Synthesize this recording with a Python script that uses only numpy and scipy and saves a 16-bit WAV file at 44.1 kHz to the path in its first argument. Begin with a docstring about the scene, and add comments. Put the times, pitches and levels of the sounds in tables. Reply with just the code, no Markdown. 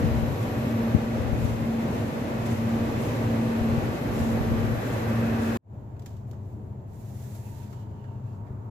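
"""Close to the open service panel of a running outdoor air conditioner, three fans beat against each
other over rushing air. The compressor sings, its inverter whines, draughts buffet the microphone, a
hand rustles and the cabinet's thin tones swell. At 5.6 s a hard cut leads to a quiet, humming room.
A wall controller's plastic button clicks, a sleeve slides back amid soft handling rumbles, and the
rubbing turns into a faint squeak that rises and falls."""
import sys
import numpy as np
from scipy import signal
from scipy.fft import rfft, irfft, next_fast_len
from scipy.io import wavfile
from scipy.ndimage import uniform_filter1d

SR = 44100
rng = np.random.default_rng(int(sys.argv[2]) if len(sys.argv) > 2 else 0)


def wav_record(signal):
    """Record a signal, one row per channel, as 16-bit PCM in the file named by sys.argv[1]."""
    frames = np.transpose(np.atleast_2d(signal))
    bounded = np.clip(frames, -1, 1)
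    # unit amplitude maps onto the largest positive 16-bit level
    quanta = np.round(bounded * 32767).astype(np.int16)
    wavfile.write(sys.argv[1], SR, quanta)


N = 383669
T = np.arange(N) / SR

# The shifting balance in front of the unit: t/s, air rush/dB, cabinet roar/dB, fan hum/dB, fan drone/dB
UNIT_BALANCE = [(0.0, -29, -52, -1, 5.5), (0.85, -30.5, -47.5, 0.5, 0.5), (1.75, -30.5, -53, -1.5, -0.5),
                (2.25, -30, -52, -3.8, 3), (2.65, -29.5, -50, -0.5, -2), (3.6, -28.5, -49, 2, 1),
                (4.5, -29.5, -46.5, -0.5, 0), (4.85, -29.5, -41.5, -2, 1.5), (5.55, -29, -40.5, 0.5, 2)]


def gain_of(db):
    """Decibels to amplitude."""
    return 10 ** (np.asarray(db) / 20)


def unit_rms(x):
    """Scales to an rms of one."""
    return x / np.sqrt(np.mean(x ** 2) + 1e-20)


def eq_db(points, hz):
    """An EQ curve, its points joined by straight lines over log frequency."""
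    point_hz, db = np.transpose(points)
    return np.interp(np.log(hz + 1), np.log(point_hz + 1), db)


def curve(rows, column=1):
    """One column of a table as an automation curve over time."""
    rows = np.array(rows)
    return np.interp(T, rows[:, 0], rows[:, column])


def pan(lean_db):
    """Stereo gains for a level difference, left minus right."""
    return gain_of(np.array([[.5], [-.5]]) * lean_db)


def shaded(x, lean):
    """Pans by frequency: one microphone port is shaded from the treble more than the other."""
    size = next_fast_len(N)
    hz = np.fft.rfftfreq(size, 1 / SR)
    return irfft(rfft(x, size) * pan(eq_db(lean, hz)), size)[:, :N]


def drift(rate_hz):
    """Smooth random drift with an rms of about one."""
    count, control_hz = 2048, 200
    hz = np.fft.rfftfreq(count, 1 / control_hz)
    smooth = irfft(rfft(rng.standard_normal(count)) / (1 + (hz / rate_hz) ** 4))
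    return np.interp(T, np.arange(count) / control_hz, unit_rms(smooth))


def swells(rows, skew, power):
    """Envelope of overlapping arches; a skew under one brings each peak forward."""
    energy = np.zeros(N)
    for start, length, db in rows:
        inside = (T > start) & (T < start + length)
        progress = (T[inside] - start) / length
        arch = abs(np.sin(np.pi * progress ** skew)) ** power
        energy[inside] += (gain_of(db) * arch) ** 2
    return np.sqrt(energy)


def noise(spectrum, alike=0.62, null_hz=900, direct=0):
    """Coloured stereo noise at unit rms: the diffuse share is alike only in the bass."""
    size = next_fast_len(N)
    hz = np.fft.rfftfreq(size, 1 / SR)
    left, unrelated = rfft(rng.standard_normal((2, size)))
    delay = np.exp(-2j * np.pi * hz * .00048)  # the direct share reaches the right port 0.48 ms late
    coherence = (1 - direct) * alike * np.sinc(hz / null_hz) + direct * delay
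    right = coherence * left + np.sqrt(np.maximum(1 - abs(coherence) ** 2, 0)) * unrelated
    coloured = np.array([left, right]) * gain_of(eq_db(spectrum, hz))
    return unit_rms(irfft(coloured, size)[:, :N])


def tones(lines, waver_db, waver_rad, rate_hz, apart_hz=900):
    """Machine tones; reflections make them waver and put the higher ones out of step between ports."""
    out = np.zeros((2, N))
    for hz, db in lines:
        phase = 2 * np.pi * (hz * T + rng.random()) + waver_rad * drift(rate_hz)
        lag = min(hz / apart_hz, 1) ** 2 * (np.pi / 2 + 0.49 * drift(1.0))
        out += np.sqrt(2) * gain_of(db + waver_db * drift(rate_hz)) * np.sin([phase, phase - lag])
    return out


def add(mix, start_s, sound):
    """Mixes a sound in at a time."""
    part = mix[..., max(round(start_s * SR), 0):][..., :sound.shape[-1]]
    part += sound[..., :part.shape[-1]]


def fans(in_step_s=1.75, wobble_rad=0.08, flutter_db=0.7, rough_rad=0.25, buffet_db=3.0):
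    """Three fans at nearly equal speeds beat together; uneven inflow roughens their drones."""
    # One row a fan: blade rate/Hz, drone at that rate/dB, hum an octave above/dB
    blades = [(113.615, -41.8, -35.1), (114.175, -40.5, -33.8), (115.18, -42.5, -43.6)]
    hum_ride, drone_ride = curve(UNIT_BALANCE, column=3), curve(UNIT_BALANCE, column=4)
    out = np.zeros(N)
    for k, (hz, drone_db, hum_db) in enumerate(blades):
        phase = 2 * np.pi * hz * (T - in_step_s)
        stagger = 2 * np.pi * k / len(blades)  # at in_step_s the hums add up, the drones nearly cancel
        hum_level = gain_of(hum_db + hum_ride + flutter_db * drift(19.0))
        out += hum_level * np.cos(2 * phase + wobble_rad * drift(2.3))
        drone_level = gain_of(drone_db + drone_ride + buffet_db * drift(24))
        out += drone_level * np.cos(phase + stagger + rough_rad * drift(7.3))
    return np.sqrt(2) * out * pan(0.43)


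def air():
    """Turbulent air rushes through the grille, with a mid-range roar from inside the cabinet."""
    # Colours of the rush and the roar: f/Hz, relative level/dB
    rush_eq = [(25, -28), (48, -12.5), (85, -8.5), (115, -2), (165, -8.5), (250, -3.5), (330, -10.5),
               (365, -9), (420, -12), (470, -7.5), (550, -11), (590, -10), (655, -13.5), (700, -16.5),
               (750, -14), (800, -16), (1020, -20), (1300, -23.5), (1520, -25.5), (1720, -26),
               (1950, -25.5), (3100, -34), (7500, -47), (9000, -54), (15000, -63)]
    roar_eq = [(500, 0.5), (1000, 4), (1300, 5.5), (1550, 9), (2000, 0.5), (2400, -7), (2850, -19),
               (3300, -15.5), (6000, -39)]
    rush = noise(rush_eq, alike=1.0, null_hz=927, direct=0.049)
    rush *= gain_of(curve(UNIT_BALANCE) + 0.54 * drift(6.5))
    roar = noise(roar_eq, alike=.3, direct=0.25)
    roar *= gain_of(curve(UNIT_BALANCE, column=2) + 0.37 * drift(34))
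    return rush + roar


def compressor():
    """The compressor sings under its inverter's thin whine, set in a narrow band of fizz."""
    # Compressor tones, and the inverter's switching tone with its sidebands: f/Hz, level/dB
    motor_tones = [(97.7, -43), (127.6, -46), (133, -49), (294.8, -50), (955, -56), (1123.8, -57.5),
                   (1175.9, -56.5), (1795, -63), (1957, -65), (2801, -68), (3087.6, -66.5), (3490, -70.5),
                   (3921, -70), (4067.7, -71), (4212, -73.5), (5814, -73), (6289, -77)]
    switching_tones = [(11466.7, -75.5), (11628.1, -68.5), (11750.2, -77.5), (11789.7, -64.5),
                       (11829.9, -73.5), (11951.1, -67.5)]
    # The whole layer dips, then comes through more clearly: t/s, gain/dB
    ride = [(0.85, 2.5), (1.05, -1.5), (2.2, -0.5), (2.8, 1), (5.3, 2.5)]
    song = tones(motor_tones, waver_db=2, waver_rad=0.62, rate_hz=5)
    whine = tones(switching_tones, waver_db=0.8, waver_rad=0.5, rate_hz=2.5)
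    fizz = noise([(11000, -40), (11550, -3), (11800, 0), (12000, -3), (12500, -40)]) * gain_of(-72.0)
    return (song + (whine + fizz) * pan(-5.5)) * gain_of(curve(ride))


def cabinet():
    """The cabinet sings thinly: a few wavering tones and a narrow, breathy resonance."""
    # The cabinet's tones: f/Hz, level/dB
    thin_tones = [(1525, -65), (2506, -64), (2543, -64.5), (2598, -65.5)]
    # It sings out just before the cut: t/s, gain of the tones/dB, level of the ring/dB
    ride = [(1.5, -1, -70), (3.6, 2, -62), (4.85, -2, -61), (5.15, 3, -54)]
    song = tones(thin_tones, waver_db=2.5, waver_rad=0.8, rate_hz=6) * gain_of(curve(ride))
    ring = noise([(2200, -38), (2480, -8), (2620, 1), (2900, -40)])
    return song + ring * gain_of(curve(ride, column=2))


def draught(lull_db=-44.5, lull_swing_db=-0.5):
    """Eddies press on each microphone port separately; the strongest pop with one push and pull."""
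    # Swells of wind: start/s, length/s, level/dB, port (0 left, 1 right)
    eddies = [(-0.1, 0.45, -25, 0), (1.15, 0.52, -26, 0), (2.72, 0.47, -38, 0), (3.66, 0.26, -30, 0),
              (4.03, 0.74, -32.5, 1), (4.46, 0.34, -26, 0)]
    # Colour of the buffeting: f/Hz, relative level/dB
    buffet_eq = [(25, -24), (48, -9), (80, -0.5), (140, -7), (300, -25), (900, -74)]
    # Single pops: t/s, peak before the low cut/dB, centre to peak/ms, port
    pops = [(0.05, -14.5, 1.7, 0), (0.23, -15.5, 2.5, 0), (0.9494, -3.2, 1.1, 0), (0.959, -12.5, 2.3, 0),
            (1.329, -11, 2.3, 0), (1.452, -16, 2.0, 0), (3.615, -17, 2.4, 0), (3.781, -17, 1.6, 0),
            (4.216, -17.5, 2.3, 0), (4.408, -16.5, 1.8, 1), (4.52, -16, 2.1, 0), (4.721, -16, 2.0, 0)]
    wind = noise(buffet_eq, alike=0)
    for port in range(2):
        surge = swells([row[:3] for row in eddies if round(row[3]) == port], skew=0.74, power=0.43)
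        lull = gain_of(lull_db + lull_swing_db * drift(1.7))
        wind[port] *= np.hypot(surge, lull)
    wind = signal.sosfilt(signal.butter(2, 44, "highpass", fs=SR, output="sos"), wind)
    t = np.arange(-1024, 1024) / SR
    for centre_s, db, width_ms, port in pops:
        widths = 1000 * t / width_ms
        push_pull = -gain_of(db) * widths * np.exp((1 - widths ** 2) / 2)
        add(wind[round(port)], centre_s + t[0], push_pull)
    return signal.sosfilt(signal.butter(3, 40, "highpass", fs=SR, output="sos"), wind)


def hand():
    """A hand at the panel rustles softly as it keeps shifting its hold."""
    # Shifts of the hand: start/s, length/s, level/dB
    shifts = [(-0.05, 0.064, -43.5), (0.39, 0.11, -57.5), (0.425, 0.025, -49), (1.38, 0.2, -49.5),
              (1.88, 0.29, -54), (2.455, 0.027, -47), (2.45, 0.2, -49), (2.97, 0.26, -49.5),
              (4.12, 0.31, -48.5), (4.8, 0.35, -51), (5.38, 0.33, -49.5)]
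    # The steady rub of its grip, which tightens once: t/s, level/dB
    grip = [(0.7, -53), (1.1, -55), (2.35, -54.5), (2.55, -53)]
    # Colour of the rustle: f/Hz, relative level/dB
    rustle_eq = [(1000, -8), (2500, 8), (4500, 3), (7300, 6), (8800, -1.5), (12000, 3.5), (13500, -8),
                 (15300, 1.5)]
    level = np.hypot(swells(shifts, skew=0.54, power=1.0), gain_of(curve(grip)))
    return noise(rustle_eq) * level * gain_of(0.77 * drift(25))


def room(air_db=-46, drone_hz=82.9):
    """Room tone: the beating hum of distant machines, dull moving air and a faint duct whistle."""
    # Colour of the indoor air: f/Hz, relative level/dB
    air_eq = [(25, -29), (48, -3.5), (65, -8), (85, -11.5), (120, -3.5), (180, -8), (225, -12.5),
              (290, -12.5), (390, -14), (500, -18), (640, -16), (740, -19.5), (950, -21.5), (1250, -31.5),
              (2200, -42), (5500, -56), (7400, -48), (8400, -66), (12000, -54.5), (15500, -55)]
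    # Distant machines: f/Hz, level/dB
    hum_tones = [(78, -57), (96, -53.5), (100.2, -42.3), (106.8, -51.5), (111.9, -45), (114.4, -51.5),
                 (116.7, -54), (124.8, -47.5), (127, -46.5), (131, -53), (160, -58), (200.4, -54),
                 (206, -54), (221, -59), (229.5, -58), (260.5, -61), (379, -63), (415, -64)]
    # The hum heaves, the air's mids open up, the drone sinks, the whistle steps up: t/s, gain/dB
    hum_ride = [(5.9, -3.5), (6.35, 0), (6.9, -3.5), (7.15, 1.5), (7.45, -0.5), (7.75, -2), (8.3, 1.5),
                (8.65, -0.5)]
    mids_ride = [(6.9, -87), (7.3, -73), (8, -63.5), (8.6, -59)]
    drone_ride = [(7.2, -47.5), (8.5, -58)]
    whistle_ride = [(7.25, -68.5), (7.45, -61)]
    breeze = noise(air_eq, alike=0.8, null_hz=910) * gain_of(air_db + 0.18 * drift(18))
    mids = noise([(330, -30), (450, 15), (640, -10), (1100, 8), (1550, -2), (2100, -19), (4000, -39)])
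    mids *= gain_of(curve(mids_ride))
    whistle = noise([(800, -42), (890, -6.5), (918, -3), (938, -10), (958, -4.5), (1040, -53)])
    whistle *= gain_of(curve(whistle_ride) + 2 * drift(7.6))
    hum = tones(hum_tones, waver_db=1.5, waver_rad=0.3, rate_hz=2) * gain_of(curve(hum_ride))
    drone = tones([(drone_hz, 0)], waver_db=1.0, waver_rad=0.56, rate_hz=1.8)
    drone *= gain_of(curve(drone_ride))
    return (hum + drone) * pan(2.4) + (breeze + mids) * pan(0.11) + whistle * pan(-10.0)


def button(tail_t60_s=0.55, tail_db=-16, chatter_db=1.5):
    """Snaps and taps on a plastic controller, each followed by the ring of a tiled room."""
    # Clicks and touches: t/s, gain/dB, brightness (0 dull tap, 1 sharp snap), t60/s, knock pitch/Hz
    clicks = [(5.965, -54, .1, .025, 1700), (5.9935, -51, 0.63, 0.019, 1700), (6.0199, -59, 1, .025, 1700),
              (6.0596, -41.5, 0.67, 0.03, 1900), (6.1651, -64, .9, .04, 1750),
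              (6.3115, -54.5, 1, 0.02, 1750), (6.3305, -53, 0.12, .05, 1700), (7.727, -45, .25, .04, 1400),
              (8.0405, -53, 0, .05, 1750), (8.467, -59, 0, .15, 2100)]
    # Colour of a sharp snap: f/Hz, relative level/dB
    snap_eq = [(500, -31), (1500, -4), (3000, -0.5), (5000, -1.5), (7300, 1.5), (8800, -10), (12000, -7),
               (15300, -5.5)]
    # Colour of a dull tap: multiple of the knock pitch, relative level/dB
    knock_eq = [(.15, -15), (.35, 2), (.6, -5), (.85, 4), (1, 1), (1.25, -11), (2.8, -21), (8, -36)]
    snap = noise(snap_eq)
    grain = unit_rms(uniform_filter1d(rng.standard_normal(N), size=24))
    chatter = unit_rms(gain_of(chatter_db * np.clip(grain, -2, 2)))
    out = np.zeros((2, N))
    for start_s, db, bright, t60, knock_hz in clicks:
        knock = noise([(ratio * knock_hz, level) for ratio, level in knock_eq])
        colour = bright * snap + (1 - bright) * knock
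        age = np.maximum(T - start_s, 0)
        # the contact chatters for 3.5 ms before the case rings down
        contact = np.minimum(age / .0005, 1) * gain_of(-60 * np.maximum(age - .0035, 0) / t60)
        tail = gain_of(tail_db) * np.minimum(age / .004, 1) * gain_of(-60 * age / tail_t60_s)
        out += gain_of(db) * (gain_of(-3.5) * contact * chatter + tail) * colour
    return out


def sleeve(grain_db=0.6, catch_db=1.0):
    """Cloth slides as the arm draws back, from swish to scuff; its weave catches and slips finely."""
    # Slides: start/s, length/s, level/dB, dullness (0 bright swish, 1 dull scuff)
    slides = [(6.26, 0.07, -71, 0), (6.39, 0.2, -70.5, 0.14), (6.86, 0.9, -56.5, 0.095),
              (7.21, 0.1, -58.5, 0.077), (7.46, 0.42, -60.5, 0.6), (7.7, 0.7, -73.5, 0.89),
              (8.218, 0.2, -70.5, 0.57)]
    # Colours of the swish and the scuff: f/Hz, relative level/dB
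    swish_eq = [(800, -10), (1800, 2), (3000, -6), (5000, -4), (7300, 2.5), (8700, -5), (12000, -1),
                (15300, -3.5)]
    scuff_eq = [(900, -11), (1600, 1), (2150, -6), (3400, -7), (4200, -6), (5500, -10), (7300, -6),
                (9000, -28)]
    energy = np.zeros((2, N))
    for *slide, dull in slides:
        energy += swells([slide], skew=1.0, power=0.82) ** 2 * np.array([[1 - dull], [dull]])
    swish_level, scuff_level = np.sqrt(energy)
    cloth = noise(swish_eq) * swish_level + noise(scuff_eq) * scuff_level
    return cloth * gain_of(grain_db * drift(70) + catch_db * drift(13))


def handling():
    """Soft, low rumbles travel from the hand through the microphone's housing to both ports."""
    # Rumbles: start/s, length/s, level/dB
    bumps = [(6.5, 0.29, -46), (7.84, 0.16, -46), (8.44, 0.19, -46)]
    rumble_eq = [(35, -33), (55, 3.5), (72, 12), (100, -8), (200, 0), (420, -5.5), (700, -50)]
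    return noise(rumble_eq, alike=0.81) * swells(bumps, skew=0.77, power=0.82)


def squeak(half_width_hz=150, patchy_db=2.0):
    """Rubbing excites one gliding resonance in patches: a faint, fuzzy squeak."""
    # The squeak rises, then falls: t/s, f/Hz, level/dB
    glide = [(7.3, 2530, -90), (7.47, 2600, -68), (7.63, 2750, -82), (7.8, 3000, -72), (7.9, 3010, -82),
             (8.06, 2890, -73), (8.2, 2730, -80), (8.32, 2600, -78), (8.42, 2550, -100)]
    lowpass = signal.butter(2, half_width_hz, fs=SR, output="sos")
    fuzz_cos, fuzz_sin = unit_rms(signal.sosfilt(lowpass, rng.standard_normal((2, 2, N))))
    phase = 2 * np.pi * np.cumsum(curve(glide)) / SR
    level = gain_of(curve(glide, column=2) + patchy_db * drift(18))
    return (fuzz_cos * np.cos(phase) + fuzz_sin * np.sin(phase)) * level * (T > glide[0][0])


def scene(cut_s=5.572, fade_from_s=5.595, fade_to_s=5.745):
    """A hard cut ends the machine outdoors, then the room fades in."""
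    # The outdoor air leans left, the hand indoors is on the right: f/Hz, left minus right/dB
    air_lean = [(1500, 0.16), (4000, 2), (8500, 3.5), (15000, 1)]
    hand_lean = [(1200, 1), (3500, -6.5), (8000, -0.5), (12000, -5.5), (15000, -8)]
    outdoors = fans() + compressor() + cabinet() + draught() + shaded(air() + hand(), air_lean)
    indoors = room() + handling() + shaded(button() + sleeve() + squeak(), hand_lean)
    fade_in = np.maximum(np.interp(T, [fade_from_s, fade_to_s], [0, 1]) ** 2, gain_of(-32))
    fade_out = np.minimum((T[-1] - T) / .008, 1)
    return outdoors * (T < cut_s) + indoors * (T >= cut_s) * fade_in * fade_out


def record(dry):
    """A steep high cut at 15.55 kHz."""
    lowpass = signal.firwin(511, 15550, window=("kaiser", 9), fs=SR)
    return signal.oaconvolve(dry, lowpass[None], "same")


dry = scene()
out = record(dry)
wav_record(out)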